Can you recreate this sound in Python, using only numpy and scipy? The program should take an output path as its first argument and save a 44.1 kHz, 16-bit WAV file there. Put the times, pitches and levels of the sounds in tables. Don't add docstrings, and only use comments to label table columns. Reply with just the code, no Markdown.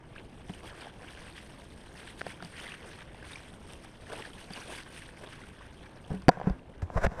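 import sys
import numpy as np
from scipy import signal
from scipy.io import wavfile
from scipy.ndimage import uniform_filter1d

SR = 44100
rng = np.random.default_rng(int(sys.argv[2]) if len(sys.argv) > 2 else 0)


def wrap_up_sound(samples):
    columns = np.atleast_2d(samples).T
    tamed = np.clip(columns, -1, 1)
    steps = np.round(tamed * 32767).astype(np.int16)
    wavfile.write(sys.argv[1], SR, steps)


N = 317520

# f/Hz, relative density/dB
SPRAY_COLOUR = [(150, -10), (250, 0.5), (427, -9), (499, -3.5), (768, -11), (929, -7), (1360, -12),
                (1560, -6), (1990, -10.5), (3280, -10), (3890, -16), (5890, -19), (7380, -28),
                (8620, -13.5), (15500, -46)]
# t/s, fizz level/dB
STEADY_FIZZ = [(0.0, -82.5), (0.12, -75.5), (0.45, -72.5), (0.7, -76), (1.5, -65.5), (1.8, -70), (2.7, -76),
               (3.1, -72.5), (4.0, -69.5), (4.6, -64), (5.1, -71), (5.9, -72), (6.26, -76.5), (6.32, -81),
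               (6.55, -80), (7.2, -88)]
# middle t/s, length/s, fizz level/dB, splash level/dB
SPRAY_SURGES = [(0.175, 0.054, -72, -54.5), (0.538, 0.11, -66, -57.5), (0.682, 0.065, -63.5, -56),
                (0.812, 0.12, -64.5, -50.5), (1.102, 0.11, -64, -54), (1.24, 0.11, -65, -57),
                (1.383, 0.046, -64, -50.5), (1.866, 0.049, -69, -61), (1.998, 0.076, -60.5, -51.5),
                (2.094, 0.062, -62.5, -51.5), (2.193, 0.037, -60.5, -56.5), (2.299, 0.067, -60, -49.5),
                (2.452, 0.058, -64.5, -52), (2.642, 0.19, -59.5, -47.5), (2.905, .17, -65, -54.5),
                (3.015, 0.042, -71, -50.5), (3.317, 0.16, -63, -52), (3.44, 0.086, -70, -54.5),
                (3.713, 0.096, -65.5, -57.5), (3.842, 0.021, -59, -54.5), (4.17, 0.11, -56.5, -46.5),
                (4.257, 0.038, -60, -51.5), (4.41, 0.08, -63.5, -54), (4.573, 0.076, -58.5, -49),
                (4.726, 0.14, -55.5, -47.5), (4.984, 0.12, -61, -50.5), (5.223, 0.084, -68, -60),
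                (5.327, 0.097, -64.5, -49), (5.46, 0.097, -70, -56.5), (5.618, 0.092, -86, -59.5),
                (5.847, 0.062, -76, -59.5), (6.13, 0.091, -68, -60)]
# middle t/s, length/s, level/dB
HULL_GURGLES = [(0.197, 0.047, -55.5), (0.816, 0.3, -58), (2.043, 0.028, -52), (2.86, 0.1, -56.5),
                (3.733, 0.052, -59), (4.124, 0.033, -46.5), (4.192, 0.034, -49), (4.578, 0.033, -50),
                (4.688, 0.096, -51.5), (5.238, 0.063, -50.5)]
# f/Hz, relative density/dB
RUMBLE_COLOUR = [(12, -48), (20, -3), (59, -0.5), (172, -5.5), (232, -7), (341, -10.5), (476, -16),
                 (900, -22), (1170, -31), (1980, -120)]
# t/s, level/dB, f/Hz
SINGLE_DROPS = [(0.158, -39, 1220), (0.162, -34, 1630), (0.536, -38.5, 2920), (0.87, -32, 790),
                (1.045, -39, 1560), (2.077, -33, 1670), (2.21, -27.5, 1660), (2.276, -38.5, 2700),
                (2.324, -41, 2410), (2.404, -33, 1410), (2.601, -33, 2980), (2.667, -30.5, 2050),
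                (2.74, -35, 1660), (2.805, -41, 2130), (2.996, -61, 1600), (3.146, -36, 865),
                (3.333, -33.5, 3700), (3.357, -29, 2320), (3.849, -41.5, 1650), (4.121, -30, 1570),
                (4.252, -31, 1620), (4.535, -30.5, 4680), (4.56, -31.5, 2800), (4.785, -33, 2200),
                (5.235, -40, 790), (5.417, -37.5, 1960), (5.438, -36.5, 1440), (5.61, -37, 1090)]
# f/Hz, relative level/dB, free t60/s
HOUSING_MODES = [
    [(546, -2.5, 0.025), (733, 4, 0.023), (977, -6.5, 0.032), (1240, -11.5, 0.016)],
    [(185, 3, 0.071), (274, -5, 0.039), (418, -7, 0.047)],
    [(1455, -6, 0.02), (1630, 3.5, 0.01), (2030, -10, 0.0075), (2500, -23.5, 0.0049)],
    [(3650, 1, 0.01), (4520, -4, 0.015), (4750, 3, 0.012), (6010, -9, .012), (8600, 3, 0.0023)],
]
# t/s, levels of shell, mount, door, latch/dB, ring length/share of free t60
HOUSING_KNOCKS = [(0.497, -34, -28, -48, -67, 0.8), (2.2154, -26, -51, -17.5, -42, 0.36),
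                  (2.2666, -24.5, -40, -29, -41, 0.49), (2.425, -33, -35.5, -31.5, -43.5, 0.73),
                  (2.448, -42, -38, -49, -42.5, 0.9), (4.099, -40, -52, -45, -62, 0.68),
                  (4.506, -37, -33.5, -52, -49, 0.82), (6.1029, -37, -30.5, -56, -70, 1.8),
                  (6.1159, -57, -19.5, -49, -77, 0.61), (6.135, -45.5, -32, -62, -71, 3.4),
                  (6.221, -54, -54, -46, -48, .5), (6.2836, -7, -2.5, -1.5, -19.5, 0.28),
                  (6.2901, -1.5, -19, -7.5, -18.5, 0.84), (6.372, -30, -34.5, -50, -63, 0.9),
                  (6.4, -26, -36, -48, -54, 0.48), (6.4142, -23.5, -55, -34, -58, 0.69),
                  (6.442, -49, -30, -41, -65, 0.52), (6.4714, -27, -12.5, -50, -61, 0.75),
                  (6.498, -29, -23, -51, -48, 0.85), (6.82, -40, -41, -35, -46, 0.33),
                  (6.902, -26.5, -36, -63, -65, 0.43), (7.0664, -20, -21, -22, -46, 0.51),
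                  (7.118, -35, -32.5, -41.5, -58, 0.66)]
# t/s, level/dB, f/Hz (minus = inverted swing), t60/s
HOUSING_PUSHES = [(6.108, -23, -68, 0.053), (6.2832, 1, -260, 0.026), (6.503, -18, 50, 0.092),
                  (6.827, -19, 84, 0.095), (6.959, -12.5, -91, 0.039), (6.972, -21.5, -36, 0.13),
                  (7.046, -17, -37, 0.13), (7.066, -13.5, -100, 0.045), (7.073, -18.5, 66, 0.052)]
# loudest t/s, rise per 20 dB/s, fall per 20 dB/s, levels of body, door, rustle/dB
RUB_STROKES = [(6.11, 0.0087, 0.056, -45, -58, -78), (6.145, 0.051, 0.09, -55, -56, -83),
               (6.315, .008, 0.13, -43.5, -47.5, -66.5), (6.475, 0.066, 0.092, -40, -47, -68),
               (6.822, 0.0037, 0.033, -40.5, -47.5, -59.5), (6.945, 0.075, 0.13, -49, -55.5, -65),
               (6.98, 0.024, 0.012, -25, -37, -58), (7.05, 0.033, 0.009, -22, -28, -44.5),
               (7.068, 0.015, 0.0027, -30, -29, -55), (7.14, 0.16, 0.17, -45, -52.5, -68.5),
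               (7.199, 0.035, 0.042, -36.5, -46.5, -62)]

STEADY_SPLASH_DB, SPLASH_DB_PER_FIZZ_DB = -62.5, 0.4
STEADY_GURGLE_DB, SURGE_GURGLE_RE_SPLASH_DB = -61, -17
SURGE_EDGE_POWER = 1.92
RUMBLE_DB = -51.5
DROP_T60_S = 0.016
SLIPS_PER_S, SLIP_JITTER = 430, 0.5
CEILING, EDGE_HZ = 0.8, 15500
HISS_BEFORE_SMOOTHING_DB = -76


def amp(db):
    return 10 ** (np.asarray(db) / 20)


def unit(x):
    return x / np.sqrt(np.mean(x ** 2) + 1e-20)


def read(points, hz):
    f, value = np.transpose(points)
    return np.interp(np.log(hz + 1), np.log(f + 1), value)


def add(mix, s, sound):
    part = mix[round(s * SR):][:len(sound)]
    part += sound[:len(part)]


def ring(hz, t60_s, glide=0.0, rise_s=0.00031):
    t = np.arange(int(abs(t60_s) * SR) + 8) / SR
    turns = hz * t * (1 + glide * t / t60_s)
    return amp(-60 * t / t60_s) * (1 - np.exp(-t / rise_s)) * np.sin(2 * np.pi * turns)


def shaped(x, field_db, size):
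    hz, t, z = signal.stft(x, SR, nperseg=size, noverlap=size * 3 // 4)
    z = z * amp(field_db(hz, t))
    return signal.istft(z, SR, nperseg=size, noverlap=size * 3 // 4)[1][:N]


def patches(hz, t, wide, long):
    field = rng.standard_normal((len(t), len(hz))).T
    field = uniform_filter1d(field, wide, 0)
    return unit(uniform_filter1d(field, long, 1))


def grains(per_s, spread_db, cycles, low_hz, high_hz, count=36):
    gain = amp(spread_db * np.minimum(rng.exponential(1, N), 6))
    hits = gain * (rng.random(N) < per_s / SR)
    kind = rng.integers(0, count, N)
    out = np.zeros(N)
    for k, hz in enumerate(np.geomspace(low_hz, high_hz, count)):
        bubble = hz * ring(hz, cycles / hz, glide=0.31)
        out += signal.oaconvolve(hits * (kind == k), bubble)[:N]
    return unit(out)


def swells(t, s, length_s, db):
    u = abs(t - s[:, None]) / (length_s[:, None] / 2)
    return (amp(db[:, None]) ** 2 * np.exp(-u ** SURGE_EDGE_POWER)).sum(0)


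def water_levels_db(t):
    steady_db = np.interp(t, *np.transpose(STEADY_FIZZ))
    s, length_s, fizz_db, splash_db = np.transpose(SPRAY_SURGES)
    surge = swells(t, s, length_s, splash_db)
    gurgle = amp(STEADY_GURGLE_DB) ** 2 + amp(SURGE_GURGLE_RE_SPLASH_DB) ** 2 * surge
    gurgle = gurgle + swells(t, *np.transpose(HULL_GURGLES))
    splash = amp(STEADY_SPLASH_DB + SPLASH_DB_PER_FIZZ_DB * (steady_db + 72.5)) ** 2 + surge
    fizz = amp(steady_db) ** 2 + swells(t, s, length_s, fizz_db)
    return 10 * np.log10([gurgle, splash, fizz])


def wave():
    bubbles = grains(3000, spread_db=2.0, cycles=13.6, low_hz=300, high_hz=14400)
    blips = grains(300, spread_db=2.5, cycles=28.0, low_hz=597, high_hz=6070, count=24)
    crackle = grains(160, spread_db=4.5, cycles=3.3, low_hz=2000, high_hz=13800, count=8)
    ticks = grains(800, spread_db=2.5, cycles=14.0, low_hz=6420, high_hz=12200, count=8)
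    water = 0.67 * rng.standard_normal(N) + 0.44 * bubbles + 0.3 * blips + 0.15 * crackle + 0.28 * ticks

    def field_db(hz, t):
        place = np.interp(np.log(hz + 1), np.log([700, 2000, 7000]), np.arange(3))
        share = np.maximum(1 - abs(place[:, None] - np.arange(3)), 0)
        tint_db = read(SPRAY_COLOUR, hz) - share @ read(SPRAY_COLOUR, np.array([600, 2400, 9000]))
        width_db = -10 * np.log10(np.array([800, 3300, 1800]) / (SR / 2))
        flicker = unit(uniform_filter1d(rng.standard_normal(len(t)), size=5))
        gusts = unit(uniform_filter1d(rng.standard_normal((len(t), 3)), size=20, axis=0)).T
        blotch_db = 1.33 * patches(hz, t, wide=5, long=30) + 0.9 * patches(hz, t, wide=16, long=3)
        moving_db = blotch_db + 1.51 * flicker + 1.43 * share @ gusts
        return (tint_db + share @ width_db)[:, None] + share @ water_levels_db(t) + moving_db
    return shaped(water, field_db, size=256)


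def rumble():
    def field_db(hz, t):
        return read(RUMBLE_COLOUR, hz)[:, None] + 1.44 * patches(hz, t, wide=4, long=5)
    return amp(RUMBLE_DB) * unit(shaped(rng.standard_normal(N), field_db, size=2048))


def drops():
    out = np.zeros(N)
    for s, db, hz in SINGLE_DROPS:
        add(out, s, amp(db) * ring(hz, DROP_T60_S, glide=0.027, rise_s=0.00052))
        add(out, s, amp(db - 8.5) * ring(2.21 * hz, 0.0037, rise_s=0.0001))
    return out


def knocks():
    out = np.zeros(N)
    t = np.arange(400) / SR
    for s, *part_db, share in HOUSING_KNOCKS:
        for modes, blow_db in zip(HOUSING_MODES, part_db):
            for hz, db, t60_s in modes:
                detuned_hz = hz * rng.uniform(0.96, 1.03)
                mode = ring(detuned_hz, t60_s * share, rise_s=0.0001 + 0.34 / hz)
                add(out, s, -amp(db + blow_db) * mode)
        noise = uniform_filter1d(rng.standard_normal(len(t)), size=4)
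        crack = uniform_filter1d(noise, size=3) * amp(-60 * t / 0.016)
        add(out, s, amp(part_db[3] + 1.0) * crack)
    return out


def pushes():
    out = np.zeros(N)
    for s, db, hz, t60_s in HOUSING_PUSHES:
        add(out, s, amp(db) * ring(hz, t60_s, rise_s=0.0018))
    return out


def driven_part(drive, modes, gain_db, t60_share):
    out = np.zeros(N)
    for k, (hz, db, t60_s) in enumerate(modes):
        mode = ring(hz, t60_share * t60_s)
        out += (-1) ** k * amp(0.23 * db) * signal.oaconvolve(drive, mode)[:N]
    return amp(gain_db) * out


def rubs():
    t = np.arange(N) / SR
    jitter = 1 + SLIP_JITTER * unit(uniform_filter1d(rng.standard_normal(N), size=60))
    slip_count = np.floor(np.cumsum(SLIPS_PER_S * abs(jitter)) / SR)
    slips = np.diff(slip_count, prepend=0) * rng.uniform(0.41, 1, N)
    drive = unit(slips) + 0.78 * rng.standard_normal(N)
    parts = zip(HOUSING_MODES, (-3.0, -4.0, 0, 0), (0.36, 0.19, 0.52, 0.4))
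    shell, mount, door_modes, latch = [driven_part(drive, *part) for part in parts]
    body = -unit(shell + mount)
    door = -unit(unit(door_modes) + 0.07 * unit(latch))
    band = signal.butter(2, [3200, 8500], "band", fs=SR, output="sos")
    rustle = unit(signal.sosfilt(band, drive))
    out = np.zeros(N)
    for s, rise_s, fall_s, body_db, door_db, rustle_db in RUB_STROKES:
        stroke = amp(-20 * np.where(t < s, (s - t) / rise_s, (t - s) / fall_s))
        out += stroke * (amp(body_db) * body + amp(door_db) * door + amp(rustle_db) * rustle)
    return out


def scene():
    return (wave() + rumble() + drops() + knocks() + pushes() + rubs())[None]


def record(dry):
    squashed = CEILING * np.tanh(dry / CEILING)
    hiss = amp(HISS_BEFORE_SMOOTHING_DB) * uniform_filter1d(rng.standard_normal(dry.shape), size=3)
    lowpass = signal.firwin(511, EDGE_HZ, window=("kaiser", 9), fs=SR)
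    return signal.oaconvolve(squashed + hiss, lowpass[None], "same")


dry = scene()
out = record(dry)
wrap_up_sound(out)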